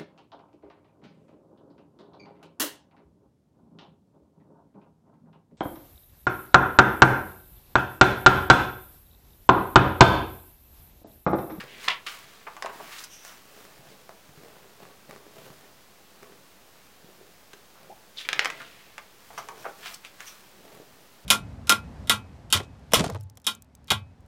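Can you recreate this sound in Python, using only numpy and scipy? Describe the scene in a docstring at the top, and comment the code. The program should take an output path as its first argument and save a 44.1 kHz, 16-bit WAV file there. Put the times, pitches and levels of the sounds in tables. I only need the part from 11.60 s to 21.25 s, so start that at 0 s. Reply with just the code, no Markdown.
"""In a small quiet room, two stiff pages of a bound album are turned by hand.
Each page peels off the stack, buckles with sharp snaps, flaps over, slides down and is smoothed flat.
Between the turns, fingertips knock and rub on the open book.
Snaps and knocks are pushed damped modes; flaps are noise in one low mode; scrapes, hiss and low
rustle are shaped friction noise; the squeak is a rising tone. Album and room add modes and echoes."""
import sys
import numpy as np
from scipy import signal
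from scipy.fft import rfft, irfft, next_fast_len
from scipy.io import wavfile
from scipy.ndimage import map_coordinates

SR = 44100
rng = np.random.default_rng(int(sys.argv[2]) if len(sys.argv) > 2 else 0)


def master_out(mix):
    """Clip the mix to full scale and print it as 16-bit PCM to the path in sys.argv[1]."""
    frames = np.transpose(np.atleast_2d(mix))
    ceiling = np.clip(frames, -1, 1)
    pcm = np.round(ceiling * 32767).astype(np.int16)
    wavfile.write(sys.argv[1], SR, pcm)


N = 425565  # length in samples


def amp(db):
    """Level law: decibels to amplitude gain."""
    return 10 ** (np.asarray(db) / 20)


def unit(x):
    """Normalisation: scale to rms 1."""
    return x / np.sqrt(np.mean(x ** 2) + 1e-20)


def along(points, hz):
    """Interpolation: read (Hz, value) points on a logarithmic frequency axis."""
    f, v = np.transpose(points)
    return np.interp(np.log(hz + 1), np.log(f + 1), v)


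def wobble(rate, size):
    """Random modulation: normal random knots, rate per second, joined by straight lines."""
    knots = rng.standard_normal(size // 20 + 4)
    return map_coordinates(knots, [np.arange(size) * rate / SR], order=1, mode="wrap")


def add(track, s, sound):
    """Superposition: mix a sound into the track at s seconds."""
    start = round(s * SR)
    part = sound[max(-start, 0):N - start]
    track[max(start, 0):][:len(part)] += part


def filtered(x, response):
    """Linear filtering: multiply the spectrum of x by a response of frequency."""
    m = next_fast_len(len(x) + 8192)  # padding holds the filter's ringing
    return irfft(rfft(x, m) * response(np.fft.rfftfreq(m, 1 / SR)), m)[:len(x)]


def coloured(x, spectrum):
    """Spectral shaping: x with a (Hz, dB) colour, at rms 1."""
    return unit(filtered(x, lambda f: amp(along(spectrum, f))))


def resonance(f, hz, q):
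    """Damped oscillator: causal response of one mode."""
    return 1j * f * hz / q / (hz * hz - f * f + 1j * f * hz / q)


def pop(hz, q):
    """Impulse response: one push on a damped patch, a cycle or two with peak 1."""
    push = signal.unit_impulse(SR // 12)
    # the push takes time, so the top falls steeply
    contact = lambda f: 1 / (1 + 1j * f / (2 * hz) - (f / (2 * hz)) ** 2)
    wave = filtered(push, lambda f: resonance(f, hz, q) * contact(f) / (1 + .5j * f / hz))
    return wave / np.abs(wave).max()


def friction(grain_db, grain_rate, size):
    """Stick and slip: fibres catch and let go, as noise of randomly varying strength."""
    return unit(rng.standard_normal(size) * amp(grain_db * wobble(grain_rate, size)))


def stroke(t, rise, fall):
    """Envelope: gain peaks at t = 0, 20 dB down one rise before and one fall after."""
    return amp(-20 * np.minimum(np.where(t < 0, (t / rise) ** 2, t / fall), 10))


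def strokes(rows, rise_share):
    """Envelope: summed strokes, each swelling for a share of its length and then fading."""
    t, share = np.arange(N) / SR, np.clip(rise_share, .1, .9)
    return sum(amp(db) * stroke(t - s, share * length, (1 - share) * length) for s, length, db in rows)


def scrape(rise, fall, hz, sweep, octaves, skirt=1.5):
    """Swept filtering: a second of friction, peaking mid-way, in an air wedge moving sweep octaves."""
    f, frames, z = signal.stft(friction(grain_db=2.5, grain_rate=500, size=SR), SR, nperseg=512)
    wedge = np.log2(hz) + sweep * np.clip(frames - .5, -rise, fall) / (rise + fall)
    colour = (1 + ((np.log2(f + 1)[:, None] - wedge) / octaves) ** 2) ** -skirt
    hiss = unit(signal.istft(z * colour, SR)[1][:SR])
    return hiss * stroke(np.arange(SR) / SR - .5, rise, fall)


# the bent sheet buckles: start_s [s], level_db of the pop before the bass leaks [dB],
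# pitch_hz [Hz], edge_db relative to the pop [dB]
BUCKLES = [(0.2825, -11.5, 2460, -37), (0.2841, -9, 2660, -36), (0.2855, -15.5, 1970, -25),
           (0.4765, -25, 2330, -24), (.967, -32, 2500, -4), (1.0242, -18.5, 1510, -3.5),
           (1.0604, -27, 2970, -2), (1.6502, -34.5, 1380, 5.5), (5.9332, -29, 2100, -3.5),
           (6.6891, -10, 2290, -14), (6.7306, -8.5, 2450, -12.5), (6.7934, -4.5, 2300, -9),
           (6.8473, -11.5, 2090, -1), (6.8571, -9, 1830, -7), (6.9018, -15, 2040, -6.5),
           (7.018, -26.5, 2170, -7), (7.381, -23.5, 1740, -6), (7.887, -28.5, 1820, 1),
           (8.2595, -23, 1890, -8), (8.4493, -26, 2500, -5), (8.6054, -26.5, 1900, -1)]
# edge pitch of a 0 dB snap; weaker snaps come from smaller, higher creases
EDGE_HZ, EDGE_DB_PER_OCTAVE = 4240, 55


def snaps(q=1.18, edge_q=3.0, shiver_db=-13.0, shiver_t60=0.033, leak_hz=330):
    """Buckling: a pop with a crisp edge, then a brief shiver; the bass leaks round the sheet's rim."""
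    out, t = np.zeros(N), np.arange(SR // 12) / SR
    for s, db, hz, edge_db in BUCKLES:
        edge = pop(EDGE_HZ * 2 ** (-db / EDGE_DB_PER_OCTAVE), edge_q)
        click = pop(hz, q) + amp(edge_db) * edge
        grains = friction(grain_db=1.5, grain_rate=450, size=2 * len(t))
        shiver = unit(signal.fftconvolve(grains, click, "valid")[:len(t)])
        add(out, s, amp(db) * (click + amp(shiver_db - 60 * t / shiver_t60) * shiver))
    return filtered(out, lambda f: resonance(f, leak_hz, 1) * 1j * f / leak_hz)


# the loose sheet flaps: start_s [s], level_db [dB], pitch_hz [Hz]
SHEET_FLAPS = [(0.279, -24.5, 1110), (.464, -37, 1290), (.868, -34.5, 950), (0.966, -43, 960),
               (1.027, -39, 790), (1.046, -31, 520), (1.059, -30.5, 980), (1.095, -41, 1050),
               (1.200, -38.5, 780), (6.794, -56, 560), (6.859, -39, 610), (7.382, -45, 960),
               (7.704, -44.5, 740), (7.777, -32.5, 1050), (7.888, -37, 890), (8.044, -39.5, 890),
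               (8.052, -32.5, 1080), (8.063, -34, 560)]
# die-away of a flap of this pitch; the air brakes wider, lower flaps sooner
FLAP_T60_S, FLAP_HZ = 0.1, 1000


def flaps(q=2.1, attack=0.00047, dull_hz=2700, leak=0.41):
    """Bending: a wide area of sheet flips and flutters, as noise in one low, damped mode."""
    out, t = np.zeros(N), np.arange(SR // 4) / SR
    for s, db, hz in SHEET_FLAPS:
        # bass leaks round the sheet's edge
        radiated = lambda f: f * f / (f * f + (leak * hz) ** 2) / (1 + (f / dull_hz) ** 4)
        flutter = filtered(rng.standard_normal(len(t)), lambda f: resonance(f, hz, q) * radiated(f))
        swell = (1 - np.exp(-t / attack)) * amp(-60 * t / (FLAP_T60_S * hz / FLAP_HZ))
        swell_rms = np.sqrt(np.mean(swell ** 2)) / swell.max()
        add(out, s, amp(db) * unit(flutter * swell) * swell_rms)
    return out


# paper scrapes with falling pitch: one already fading as the sound begins, pages peeling and a finger reaching
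# for the corner: peak_s [s], rise_s [s], fall_s [s], level_db [dB], pitch_hz at the peak [Hz], width of the
# resonance [octaves]
FALLING_SCRAPES = [(.004, .006, .047, -37, 1860, 0.97), (.131, .1, .39, -50, 2410, 0.77),
                   (.266, .093, 0.045, -41, 2000, 1.6), (.284, 0.0044, 0.0082, -17, 3060, 0.42),
                   (.286, 0.0082, 0.016, -36, 797, 0.088), (.305, 0.021, 0.056, -29, 2550, 0.6),
                   (.466, 0.003, 0.087, -33.5, 2480, 1.02), (.559, 0.15, 0.85, -52.5, 1900, 1.65),
                   (6.179, 0.05, 0.074, -58, 1170, 0.65), (6.586, 0.018, 0.025, -33.5, 3680, 0.31),
                   (6.613, 0.056, 0.048, -41, 2690, 1.07), (6.658, .02, 0.02, -40, 2400, 0.74),
                   (6.82, 0.11, .25, -43.5, 2100, 0.16), (7.006, 0.0053, 0.032, -37, 1540, .35),
                   (7.051, 0.28, .54, -52, 2460, 1.03)]
FALL_OCTAVES = 0.25  # fall of the pitch during a scrape


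def falling_scrapes():
    """Swept friction: scrapes of falling pitch; under a peeling page the opening air wedge lowers it."""
    out = np.zeros(N)
    for s, rise, fall, db, hz, octaves in FALLING_SCRAPES:
        add(out, s - .5, amp(db) * scrape(rise, fall, hz, -FALL_OCTAVES, octaves))
    return out


# paper scrapes with rising pitch, page slides and a short edge flick: peak_s [s], length_s [s],
# level_db [dB], pitch_hz at the peak [Hz]
RISING_SCRAPES = [(1.278, 0.74, -51, 1520), (1.329, 0.051, -42, 2120), (1.366, 0.043, -45, 2600),
                  (1.394, 0.056, -41, 4400), (1.699, 0.25, -52.5, 1250), (2.303, .12, -58, 3480),
                  (7.792, 0.12, -53, 3980), (8.238, 0.078, -45, 2000), (8.268, 0.081, -39, 2300),
                  (8.457, 0.075, -46, 2100), (8.615, 0.085, -46, 1610), (8.681, 0.067, -48, 2580)]
RISE_OCTAVES = 0.84  # rise of the pitch during a scrape or flick


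def rising_scrapes(rise_share=0.37, octaves=1.23):
    """Swept friction: scrapes of rising pitch; under a sliding page the closing air wedge raises it."""
    out = np.zeros(N)
    for s, length, db, hz in RISING_SCRAPES:
        rise, fall = rise_share * length, (1 - rise_share) * length
        add(out, s - .5, amp(db) * scrape(rise, fall, hz, RISE_OCTAVES, octaves))
    return out


# a page settles flat, also heard in glide(): touchdown_s [s], approach_s [s], level_db of the hiss [dB]
TOUCHDOWNS = [(1.443, 0.37, -46), (8.346, 0.24, -47.5)]


def flicks(over_db=8, rise=0.01, fall=0.011, hz=5700, octaves=1.0):
    """Short friction: a landing page's edge flicks over the stack, bright and over_db above its hiss."""
    out = np.zeros(N)
    for s, _, db in TOUCHDOWNS:
        add(out, s - .5, amp(db + over_db) * scrape(rise, fall, hz, RISE_OCTAVES, octaves))
    return out


# glossy paper glides under the hand: peak_s [s], length_s [s], level_db [dB]
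HAND_GLIDES = [(.25, 0.099, -50), (.52, 0.28, -47), (1.15, 0.16, -58), (1.68, 0.33, -49),
               (2.02, 0.72, -55.5), (3.85, 0.63, -57), (7.75, 0.92, -56), (8.02, 0.28, -56.5),
               (8.68, 0.53, -51)]
# colour of the gloss hiss: frequency_hz [Hz], relative level_db [dB per Hz]
GLOSS_COLOUR = [(500, -9), (1200, 6), (3000, 2.5), (4200, 0.5), (5900, -0.5), (7200, -1), (8500, -3),
                (11500, -4), (15500, -2)]


def glide(crackle_rate=140, crackle_db=-7, stop_s=0.037, resting_db=-64):
    """Sliding friction: gloss hisses as it settles and is smoothed; single fibres tick in the hiss."""
    ticks = (rng.random(N) < crackle_rate / SR) * rng.standard_normal(N)
    hiss = friction(grain_db=1.0, grain_rate=260, size=N)
    t = np.arange(N) / SR
    settling = sum(amp(db) * stroke(t - s, approach, stop_s) for s, approach, db in TOUCHDOWNS)
    level = np.hypot(settling + strokes(HAND_GLIDES, rise_share=0.28), amp(resting_db))
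    return level * coloured(hiss + amp(crackle_db) * unit(ticks), GLOSS_COLOUR)


# glossy paper whistles thinly: peak_s [s], length_s [s], level_db [dB]
THIN_WHISTLES = [(1.54, 0.24, -49), (1.67, 0.16, -54), (7.783, 0.031, -38.5), (8.01, 0.18, -58),
                 (8.68, .075, -44)]
# lines of the whistle: multiple of the lowest line [1], gain_db of the line [dB]
HARMONIC_LINES = [(1, -5), (2, 2), (3, -8), (4, -8)]
WHISTLE_HZ, WHISTLE_WIDTH_HZ = 2910, 1000  # lowest line; width of each resonance before squaring


def whistles(rise_share=0.27):
    """Stick and slip: fast uneven slips give a few fuzzy lines at multiples of one pitch."""
    def line(f, k):
        return resonance(f, k * WHISTLE_HZ, k * WHISTLE_HZ / WHISTLE_WIDTH_HZ) ** 2

    lines = lambda f: sum(amp(db) * line(f, k) for k, db in HARMONIC_LINES)
    return strokes(THIN_WHISTLES, rise_share) * unit(filtered(rng.standard_normal(N), lines))


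# fingertips knock on the book: start_s [s], level_db of the thud [dB], pitch_hz [Hz],
# tick_db, gain of the nail relative to the thud [dB]
FINGER_KNOCKS = [(.282, -41, 198, -20), (2.052, -45.5, 600, 12), (2.192, -49, 121, -20),
                 (2.4932, -36, 820, 5.5), (2.692, -46.5, 140, 5), (2.775, -46, 149, 2),
                 (3.253, -51, 130, 15), (3.510, -42, 397, 13), (3.562, -45.5, 402, 12.5),
                 (3.666, -41.5, 393, 1), (3.903, -42, 150, 5), (4.631, -43.5, 420, 11.5),
                 (4.722, -45, 420, 5), (5.444, -45, 195, -12), (5.49, -46, 300, -14),
                 (5.612, -41.5, 415, -5), (5.691, -47.5, 375, -12), (5.937, -41, 425, 5),
                 (6.297, -40.5, 430, -20), (9.2, -37.5, 403, -11)]
NAIL_HZ, NAIL_EDGE_HZ = 1300, 3800  # the two pitches of a nail's tick


def knocks(q=1.8, nail_q=0.73, edge_db=-3):
    """Impact: soft fingertips thud on the stack of pages; the nail adds a tick."""
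    out = np.zeros(N)
    tick = pop(NAIL_HZ, nail_q) + amp(edge_db) * pop(NAIL_EDGE_HZ, nail_q)
    for s, db, hz, tick_db in FINGER_KNOCKS:
        add(out, s, amp(db) * (pop(hz, q) + amp(tick_db) * tick))
    return out


# low rustle of handled paper, fingers rubbing and the low body under the second turn's snaps:
# peak_s [s], length_s [s], level_db before the common gain [dB]
LOW_RUSTLES = [(.03, 1, -48.5), (.8, 1, -65), (1.14, 0.5, -46.5), (2.02, .55, -52.5), (2.36, 0.55, -53.5),
               (2.95, 0.86, -51), (3.29, 0.22, -51.5), (3.56, 0.31, -48.5), (3.89, 0.44, -47),
               (4.05, 0.089, -50.5), (4.68, 0.51, -53), (5.17, 0.1, -56), (5.5, 0.22, -57),
               (6.22, .25, -53.5), (6.87, 0.65, -44), (7.96, 0.66, -47), (9.13, .75, -49.5)]
# colour of the low rustle: frequency_hz [Hz], relative level_db [dB per Hz]
RUSTLE_COLOUR = [(40, -25), (75, -20), (130, -2.5), (250, -4), (420, -2), (700, -5.5), (1200, -12),
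                 (2500, -14.5), (6000, -25), (15000, -25)]


def low_rustle(level_db=-5, uneven_db=3, resting_db=-66):
    """Sliding friction: uneven low noise of handled paper, above a faint floor of resting skin."""
    drag = unit(amp(uneven_db * wobble(rate=35, size=N)))
    level = np.hypot(strokes(LOW_RUSTLES, rise_share=0.45), amp(resting_db))
    grains = friction(grain_db=5.0, grain_rate=250, size=N)
    return amp(level_db) * level * drag * coloured(grains, RUSTLE_COLOUR)


SQUEAK_S, SQUEAK_DB = 6.299, -38.5  # start and level of a fingertip's squeak on the gloss
SQUEAK_START_HZ, SQUEAK_END_HZ = 607, 880


def squeak(speed_up_s=0.0105, attack=.002, t60=0.13, jitter=0.04):
    """Stick and slip: skin slips at a nearly regular rate that climbs as the finger gets moving."""
    t = np.arange(SR // 6) / SR
    hz = SQUEAK_END_HZ + (SQUEAK_START_HZ - SQUEAK_END_HZ) * np.exp(-t / speed_up_s)
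    phase = 2 * np.pi * np.cumsum(hz * (1 + jitter * wobble(rate=370, size=len(t)))) / SR
    envelope = amp(SQUEAK_DB - 60 * t / t60) * (1 - np.exp(-t / attack))
    out = np.zeros(N)
    add(out, SQUEAK_S, envelope * np.sin(phase))
    return out


# modes of the album lying on the table: pitch_hz [Hz], Q [1], gain_db [dB]
ALBUM_MODES = [(147.4, 32, 1), (406, 8, -4), (661, 15, -4), (1126, 24, -4)]


def album(x):
    """Modal resonance: the covers and the stack of pages add their few ringing modes."""
    modes = lambda f: sum(amp(db) * resonance(f, hz, q) for hz, q, db in ALBUM_MODES)
    return x + filtered(x, modes)


# die-away of the room: frequency_hz [Hz], t60_s [s]
ROOM_T60 = [(150, 0.33), (1000, 0.28), (3500, 0.22), (8000, 0.16), (15000, 0.17)]
# colour of the wall echoes: frequency_hz [Hz], relative level_db [dB]
WALL_COLOUR = [(100, -7), (500, 2.5), (2500, -2.5), (5000, 0), (9000, -7), (15000, -11)]


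def room(x, wet_db=-5, gap=.003):
    """Reverberation: near walls answer within milliseconds, in a new echo pattern every 0.1 s."""
    out, hop = np.zeros(N), SR // 10
    for start in range(0, N, hop):
        f, t, z = signal.stft(rng.standard_normal(SR // 3), SR, nperseg=128)
        decay_db = -60 * t / along(ROOM_T60, f)[:, None]
        tail = signal.istft(z * amp(decay_db + along(WALL_COLOUR, f)[:, None]), SR)[1]
        power = np.mean(np.abs(rfft(tail, SR)[500:3000]) ** 2)  # bins are 1 Hz apart
        add(out, start / SR + gap, signal.fftconvolve(x[start:start + hop], tail / np.sqrt(power)))
    return amp(wet_db) * out


# colour of the quiet: frequency_hz [Hz], relative level_db [dB per Hz]
QUIET_COLOUR = [(20, -25), (50, -13), (110, -14), (160, -14), (195, -9.5), (240, -15), (420, -12.5),
                (800, -15), (2000, -20), (5000, -22.5), (9500, -28), (15800, -26.5)]


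def background(level_db=-56.0):
    """Stationary noise: still air of the room and the microphone's even hiss."""
    return amp(level_db) * coloured(rng.standard_normal(N), QUIET_COLOUR)


def scene():
    """Superposition: snaps come straight from the lifted sheet, all other sounds through the album."""
    turning = flaps() + falling_scrapes() + rising_scrapes() + flicks() + glide() + whistles()
    handling = knocks() + low_rustle() + squeak()
    paper = snaps() + album(turning + handling)
    return (paper + room(paper) + background())[None]


def record(dry, top_hz=15950, offset=.001):
    """Band limiting: the recorder keeps nothing above top_hz and adds a slight constant offset."""
    return np.array([filtered(channel, lambda f: f < top_hz) for channel in dry]) + offset


dry = scene()
out = record(dry)
master_out(out)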